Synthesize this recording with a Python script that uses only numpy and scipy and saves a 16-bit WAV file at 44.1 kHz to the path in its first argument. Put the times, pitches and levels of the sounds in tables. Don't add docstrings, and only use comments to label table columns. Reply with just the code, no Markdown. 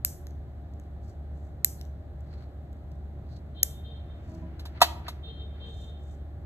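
import sys
import numpy as np
from scipy import signal
from scipy.fft import rfft, irfft, next_fast_len
from scipy.io import wavfile

SR = 44100
rng = np.random.default_rng(int(sys.argv[2]) if len(sys.argv) > 2 else 0)


def pcm_store(signal):
    levels = np.round(np.clip(np.atleast_2d(signal), -1, 1) * 32767)
    wavfile.write(sys.argv[1], SR, levels.astype(np.int16).T)


N = 284445
TIME = np.arange(N) / SR

# f/Hz, relative level/dB
AIR_SPECTRUM = [(20, -40.5), (40, -7), (60, 1), (95, 1.5), (120, -4.5), (145, -3.5), (200, -13),
                (370, -17.5), (480, -22), (700, -20.5), (950, -31.5), (1700, -35), (2700, -46.5),
                (4000, -46), (5700, -57), (14000, -58.5)]
MOTOR_HARMONICS = [3, 4, 5, 8]
# f/Hz, rms level/dB
FAN_TONES = [(625, -68.5), (704, -67.5), (795, -69)]
# t/s, duration/s, level/dB
HORN_BEEPS = [(3.536, 0.17, -56), (3.831, 0.11, -55.5), (5.218, 0.14, -50.5), (5.585, 0.11, -52),
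              (5.774, 0.025, -52.5)]
# harmonic number, relative level/dB
HORN_HARMONICS = [(1, -8), (6, -23.5), (7, -4.5), (8, -1.5), (9, -15), (10, -30.5)]
# f/Hz, relative level/dB
ROOM_SPECTRUM = [(200, 1.5), (900, -5.5), (2500, -1.5), (4300, -2.5), (6800, 1.5), (9500, -2), (12500, 0.5),
                 (14000, -6.5), (15500, -30)]
# f/Hz, T60/s
ROOM_DECAY = [(200, 0.49), (1000, 0.62), (4000, 0.36), (7000, 0.31), (13000, 0.35)]
# peak t/s, half-width/s, level/dB, centre f/Hz
RUB_STROKES = [(1.081, 0.069, -71.5, 6000), (1.419, .13, -79, 6700), (1.8, 0.048, -66, 4500),
               (2.358, .15, -64, 1200), (2.358, .12, -67.5, 4300), (3.336, 0.067, -63.5, 4280),
               (4.32, 0.13, -71, 5970), (4.774, .035, -52, 1253), (5.071, .04, -53, 1260),
               (5.62, .11, -63, 1300), (5.802, .14, -66, 6600), (6.098, 0.11, -70, 6700)]
# t/s, level/dB
STAND_BUMPS = [(4.275, -44), (4.324, -43), (4.419, -42.5)]
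# f/Hz, relative level/dB, T60/s
STAND_MODES = [(173.8, 5.5, 0.54), (251.4, 3, .25), (328.6, -5, 0.98), (636, -1.5, .25), (678, -14.5, 0.14),
               (990, -11.5, 0.22)]
# t/s, body level/dB, clatter level/dB
TRAY_IMPACTS = [(4.593, -56, -42), (4.653, -45.5, -39.5), (4.805, -34, -33.5), (4.8151, -4.5, -7),
                (5.081, -33, -30.5)]
# f/Hz, relative level/dB, T60/s
TRAY_MODES = [(328, -44, 1), (601, -8, 0.026), (696.5, -3.5, 0.045), (768, -13.5, 0.071),
              (880, -12.5, 0.079), (955, -7, .06), (1217, -1.5, 0.03), (1566, -16, .035),
              (1686, -20.5, 0.032), (1936, -21.5, 0.089), (2597, -17, 0.11), (2817, -25.5, 0.032),
              (3865, -21.5, 0.079), (4410, -19, 0.043), (6700, -24.5, 0.046)]
# f/Hz, relative level/dB
CLATTER_SPECTRUM = [(150, -9.5), (400, -2.5), (900, 9), (2000, 2), (3000, 5), (4000, 12), (5500, 0.5),
                    (8000, -6.5), (9700, -5.5), (12000, -2), (14000, -8), (16000, -28)]
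# t/s, level/dB
HINGE_TICKS = [(0.269, -48), (0.737, -64), (0.7982, -57.5), (1.8126, -45.5), (2.207, -65), (2.73, -62),
               (2.917, -60.5)]
# f/Hz, relative level/dB
TICK_SPECTRUM = [(500, -13), (2000, 3), (4000, 2.5), (6500, 2.5), (9000, -9), (12000, -4), (15500, -14)]
# f/Hz, relative level/dB
CRACK_SPECTRUM = [(200, -17), (700, -21), (1200, -27), (2400, -8), (3400, -11), (5000, -7), (7000, -4),
                  (9500, -5.5), (14500, 2), (16000, -13)]
# f/Hz, relative level/dB, T60/s
JAW_MODES = [(1950, -19.5, 0.0072), (2420, -15, 0.011), (6045, -5.5, 0.0065), (7040, -1.5, 0.0081),
             (7100, -0.5, 0.0036), (8970, -6.5, 0.0027), (9900, -5, .004), (11310, 1, .005),
             (13540, 2, 0.0095), (13400, -5, .004)]
# t/s, level/dB, break time/s, pitch ratio set by the grip, treble tilt/(dB/octave), room send/dB
NAIL_CUTS = [(0.0488, -14, 0.001, 1.16, 7.5, -15), (1.6464, -9.5, 0.0013, 1.14, 1.5, -19.5),
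             (3.6304, -10.5, 0.003, .96, -2.5, -20)]
# f/Hz, coherence
COHERENCE = [(60, 0.93), (130, 0.99), (290, .9), (640, 0.56), (1500, 0.12), (2500, 0.55), (3700, 0.11),
             (4900, 0.81), (6200, 0.38), (9800, 1), (13700, 0.47)]
# f/Hz, phase/rad
LEFT_LEAD = [(0, 0), (1500, -.7), (2400, -2.6), (3200, -3), (4000, -2.2), (4900, -3.1), (7000, 0),
             (9850, 3.14), (12000, 6.2), (13000, 6.5), (14700, 9.4)]


def from_db(db):
    return 10 ** (np.asarray(db) / 20)


def rms_one(x):
    return x / np.sqrt(np.mean(x ** 2) + 1e-20)


def at_hz(points, hz):
    freqs, values = np.transpose(points)
    return np.interp(np.log(hz + 1), np.log(freqs), values)


def bell(hz, centre_hz, octaves):
    return np.exp(-(np.log2((hz + 1) / centre_hz) / octaves) ** 2 / 4)


def swell(t, half_width_s):
    return np.exp(-2 * (t / half_width_s) ** 2)


def filtered(x, order, hz, kind):
    return signal.sosfilt(signal.butter(order, hz, kind, fs=SR, output="sos"), x)


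def coloured(spectrum, size):
    hz = np.fft.rfftfreq(size, 1 / SR)
    return rms_one(irfft(rfft(rng.standard_normal(size)) * from_db(at_hz(spectrum, hz)), size))


def diffuse(gain_of_hz, size):
    padded = next_fast_len(size)
    hz = np.fft.rfftfreq(padded, 1 / SR)
    coherence = np.clip(at_hz(COHERENCE, hz), -1, 1)
    mid, side = rfft(rng.standard_normal((2, padded))) * gain_of_hz(hz)
    pair = np.sqrt(1 + coherence) * mid + np.sqrt(1 - coherence) * side * [[1], [-1]]
    return rms_one(irfft(pair, padded)[:, :size])


def drift(rate_hz):
    pole = np.exp(-2 * np.pi * rate_hz * 40 / SR)
    slow = signal.lfilter([1], [1, -2 * pole, pole ** 2], rng.standard_normal(N // 40 + 2002))[2000:]
    return np.interp(np.arange(N) / 40, np.arange(len(slow)), rms_one(slow))


def ring(force, modes):
    t = np.arange(len(force)) / SR
    response = sum((-1) ** k * from_db(db - 60 * t / t60) * np.sin(2 * np.pi * hz * t)
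                   for k, (hz, db, t60) in enumerate(modes))
    return signal.fftconvolve(force, response)[:len(force)]


def burst(x, db):
    return x * from_db(db) * np.sqrt(.003 * SR / np.sum(x ** 2))


def add(track, s, sound):
    start = max(round(s * SR), 0)
    track[..., start:start + sound.shape[-1]] += sound[..., :N - start]


def ventilation(motor_hz=72.34, motor_db=-41.5, air_db=-43.5, flutter_db=1.0, wander_rad=.18):
    overtones = [(k * motor_hz, -61 - 2 * np.log2(k)) for k in MOTOR_HARMONICS]
    tones = 0
    for hz, db in [(motor_hz, motor_db), *overtones, *FAN_TONES]:
        amplitude = np.sqrt(2) * from_db(db + flutter_db * drift(4.4))
        tones += amplitude * np.sin(2 * np.pi * hz * TIME + wander_rad * drift(2.6))
    return tones + from_db(air_db) * diffuse(lambda hz: from_db(at_hz(AIR_SPECTRUM, hz)), N)


def traffic(peak_s=4.8, half_width_s=1.7, db=-64):
    rush = diffuse(lambda hz: bell(hz, centre_hz=1200, octaves=.65), N)
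    return from_db(db) * swell(TIME - peak_s, half_width_s) * rush


def horn(pitch_hz=453.8, street_t60=.89, rise_s=.022, line_hz=12, rasp_db=-16, rasp_hz=110, flutter_db=2):
    def partials(hz):
        gain = 0
        for k, level in HORN_HARMONICS:
            offset = hz - k * pitch_hz
            skirt = from_db(rasp_db) / (1 + (offset / rasp_hz) ** 2)
            gain += from_db(level) * (np.exp(-(offset / line_hz) ** 2) + skirt)
        return gain
    out, t = np.zeros((2, N)), np.arange(SR) / SR
    for s, length, db in HORN_BEEPS:
        onset = 1 - np.exp(-(t / rise_s) ** 2)
        decay = from_db(-60 * np.maximum(t - length, 0) / street_t60)
        add(out, s, from_db(db) * onset * decay * diffuse(partials, len(t)))
    return out * from_db(flutter_db * drift(15))


def room(x, first_echo_s=.0058):
    t = np.arange(SR * 3 // 5) / SR
    edges_hz, tail = np.geomspace(120, 17000, 11), 0
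    for low, high in zip(edges_hz, edges_hz[1:]):
        reflections = diffuse(lambda hz: from_db(at_hz(ROOM_SPECTRUM, hz)), len(t))
        t60 = at_hz(ROOM_DECAY, np.sqrt(low * high))
        tail += filtered(reflections, 2, [low, high], "band") * from_db(-60 * t / t60)
    tail *= 1 - np.exp(-(t / first_echo_s) ** 4)
    return signal.fftconvolve(x[None], rms_one(tail) / np.sqrt(len(t)), axes=1)[:, :N]


def rubs(grain_db=2.3, sheen_db=-14, latex_db=6.5, catches_per_s=35, catch_db=4, catch_s=.002):
    out = np.zeros((2, N))
    for s, half_width, db, centre_hz in RUB_STROKES:
        octaves = .55 * (1000 / centre_hz) ** .45
        def colour(hz):
            band = bell(hz, centre_hz, octaves) + from_db(sheen_db) * bell(hz, 2 * centre_hz, octaves)
            return band * (1 + from_db(latex_db) * bell(hz, centre_hz=4300, octaves=.076))
        t = np.arange(-1.5 * half_width, 1.5 * half_width, 1 / SR)
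        add(out, s + t[0], from_db(db) * swell(t, half_width) * diffuse(colour, len(t)))
    impulses = rng.random(N) < catches_per_s / SR
    catches = signal.lfilter([1], [1, -np.exp(-1 / (catch_s * SR))], impulses + 1e-18)
    return out * from_db(grain_db * drift(30)) * rms_one(1 + from_db(catch_db) * catches)


def stand(push_s=.012, scatter_db=1.8):
    out, t = np.zeros(N), np.arange(SR) / SR
    onset = 1 - np.exp(-t / push_s)
    for s, db in STAND_BUMPS:
        modes = [(hz, level + rng.normal(0, scatter_db), t60) for hz, level, t60 in STAND_MODES]
        add(out, s, from_db(db) * onset * ring(signal.unit_impulse(len(t)), modes))
    return out


def tray_knocks(chatter=.013, contact_s=.011, clatter_t60=.083, rise_s=.001):
    out, t = np.zeros(N), np.arange(SR // 4) / SR
    onset = 1 - np.exp(-t / rise_s)
    decay = from_db(-60 * np.maximum(t - contact_s / 2, 0) / clatter_t60)
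    for s, body_db, clatter_db in TRAY_IMPACTS:
        force = chatter * rng.standard_normal(len(t)) * np.exp(-(t / contact_s) ** 2)
        force[0] += 1
        body = burst(onset * ring(force, TRAY_MODES), body_db)
        clatter = burst(onset * decay * coloured(CLATTER_SPECTRUM, len(t)), clatter_db)
        add(out, s, body + clatter)
    return out


def hinge(t60=.007, settle_s=.039, settle_loss_db=14.5):
    out, t = np.zeros(N), np.arange(SR // 20) / SR
    decay = from_db(-60 * t / t60)
    for s, db in HINGE_TICKS:
        for delay, loss_db in ((0, 0), (settle_s, settle_loss_db)):
            add(out, s + delay, burst(decay * coloured(TICK_SPECTRUM, len(t)), db - loss_db))
    return out


def radiated_click(db, bright_hz=5200, body_db=-12):
    click = signal.unit_impulse(SR // 20)
    bright = filtered(click, 3, bright_hz, "high")
    body = filtered(click, 1, [900, 4000], "band")
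    return burst(bright + from_db(body_db) * body, db)


def snap(db, break_s, pitch_ratio, tilt_db, tearing=.21, crack_db=-4, low_edge_hz=1850):
    t = np.arange(SR // 20) / SR
    breaking = np.exp(-(t / break_s) ** 4)
    force = tearing * rng.standard_normal(len(t)) * breaking
    force[0] += 1
    modes = [(hz * pitch_ratio, level + tilt_db * np.log2(max(hz / 7000, 1)), t60)
             for hz, level, t60 in JAW_MODES]
    jaws = filtered(ring(force, modes), 2, low_edge_hz, "high")
    crack = breaking * coloured(CRACK_SPECTRUM, len(t))
    return burst(rms_one(jaws) + from_db(crack_db) * rms_one(crack), db)


def nipper():
    direct, to_room = np.zeros((2, N))
    for s, db, break_s, pitch_ratio, tilt_db, room_db in NAIL_CUTS:
        add(direct, s, snap(db, break_s, pitch_ratio, tilt_db))
        add(to_room, s, radiated_click(db + room_db))
    return direct, to_room


def scene():
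    cuts, cuts_to_room = nipper()
    ticks = hinge()
    set_down = tray_knocks() + stand()
    echo = room(cuts_to_room + from_db(-13) * ticks + from_db(-19.5) * set_down)
    return cuts + ticks + set_down + echo + rubs() + horn() + traffic() + ventilation()


def record(dry, ceiling=.74, edge_hz=14900, cutoff_hz=16200):
    padded = next_fast_len(N + SR // 10)
    phase = np.interp(np.fft.rfftfreq(padded, 1 / SR), *np.transpose(LEFT_LEAD))
    pair = irfft(rfft(dry, padded) * np.exp(.5j * phase * [[1], [-1]]), padded)[:, :N]
    dulled = filtered(pair, 6, edge_hz, "low")
    rounded = dulled / (1 + (dulled / ceiling) ** 8) ** (1 / 8)
    return signal.sosfilt(signal.ellip(10, .2, 90, cutoff_hz, fs=SR, output="sos"), rounded)


dry = scene()
out = record(dry)
pcm_store(out)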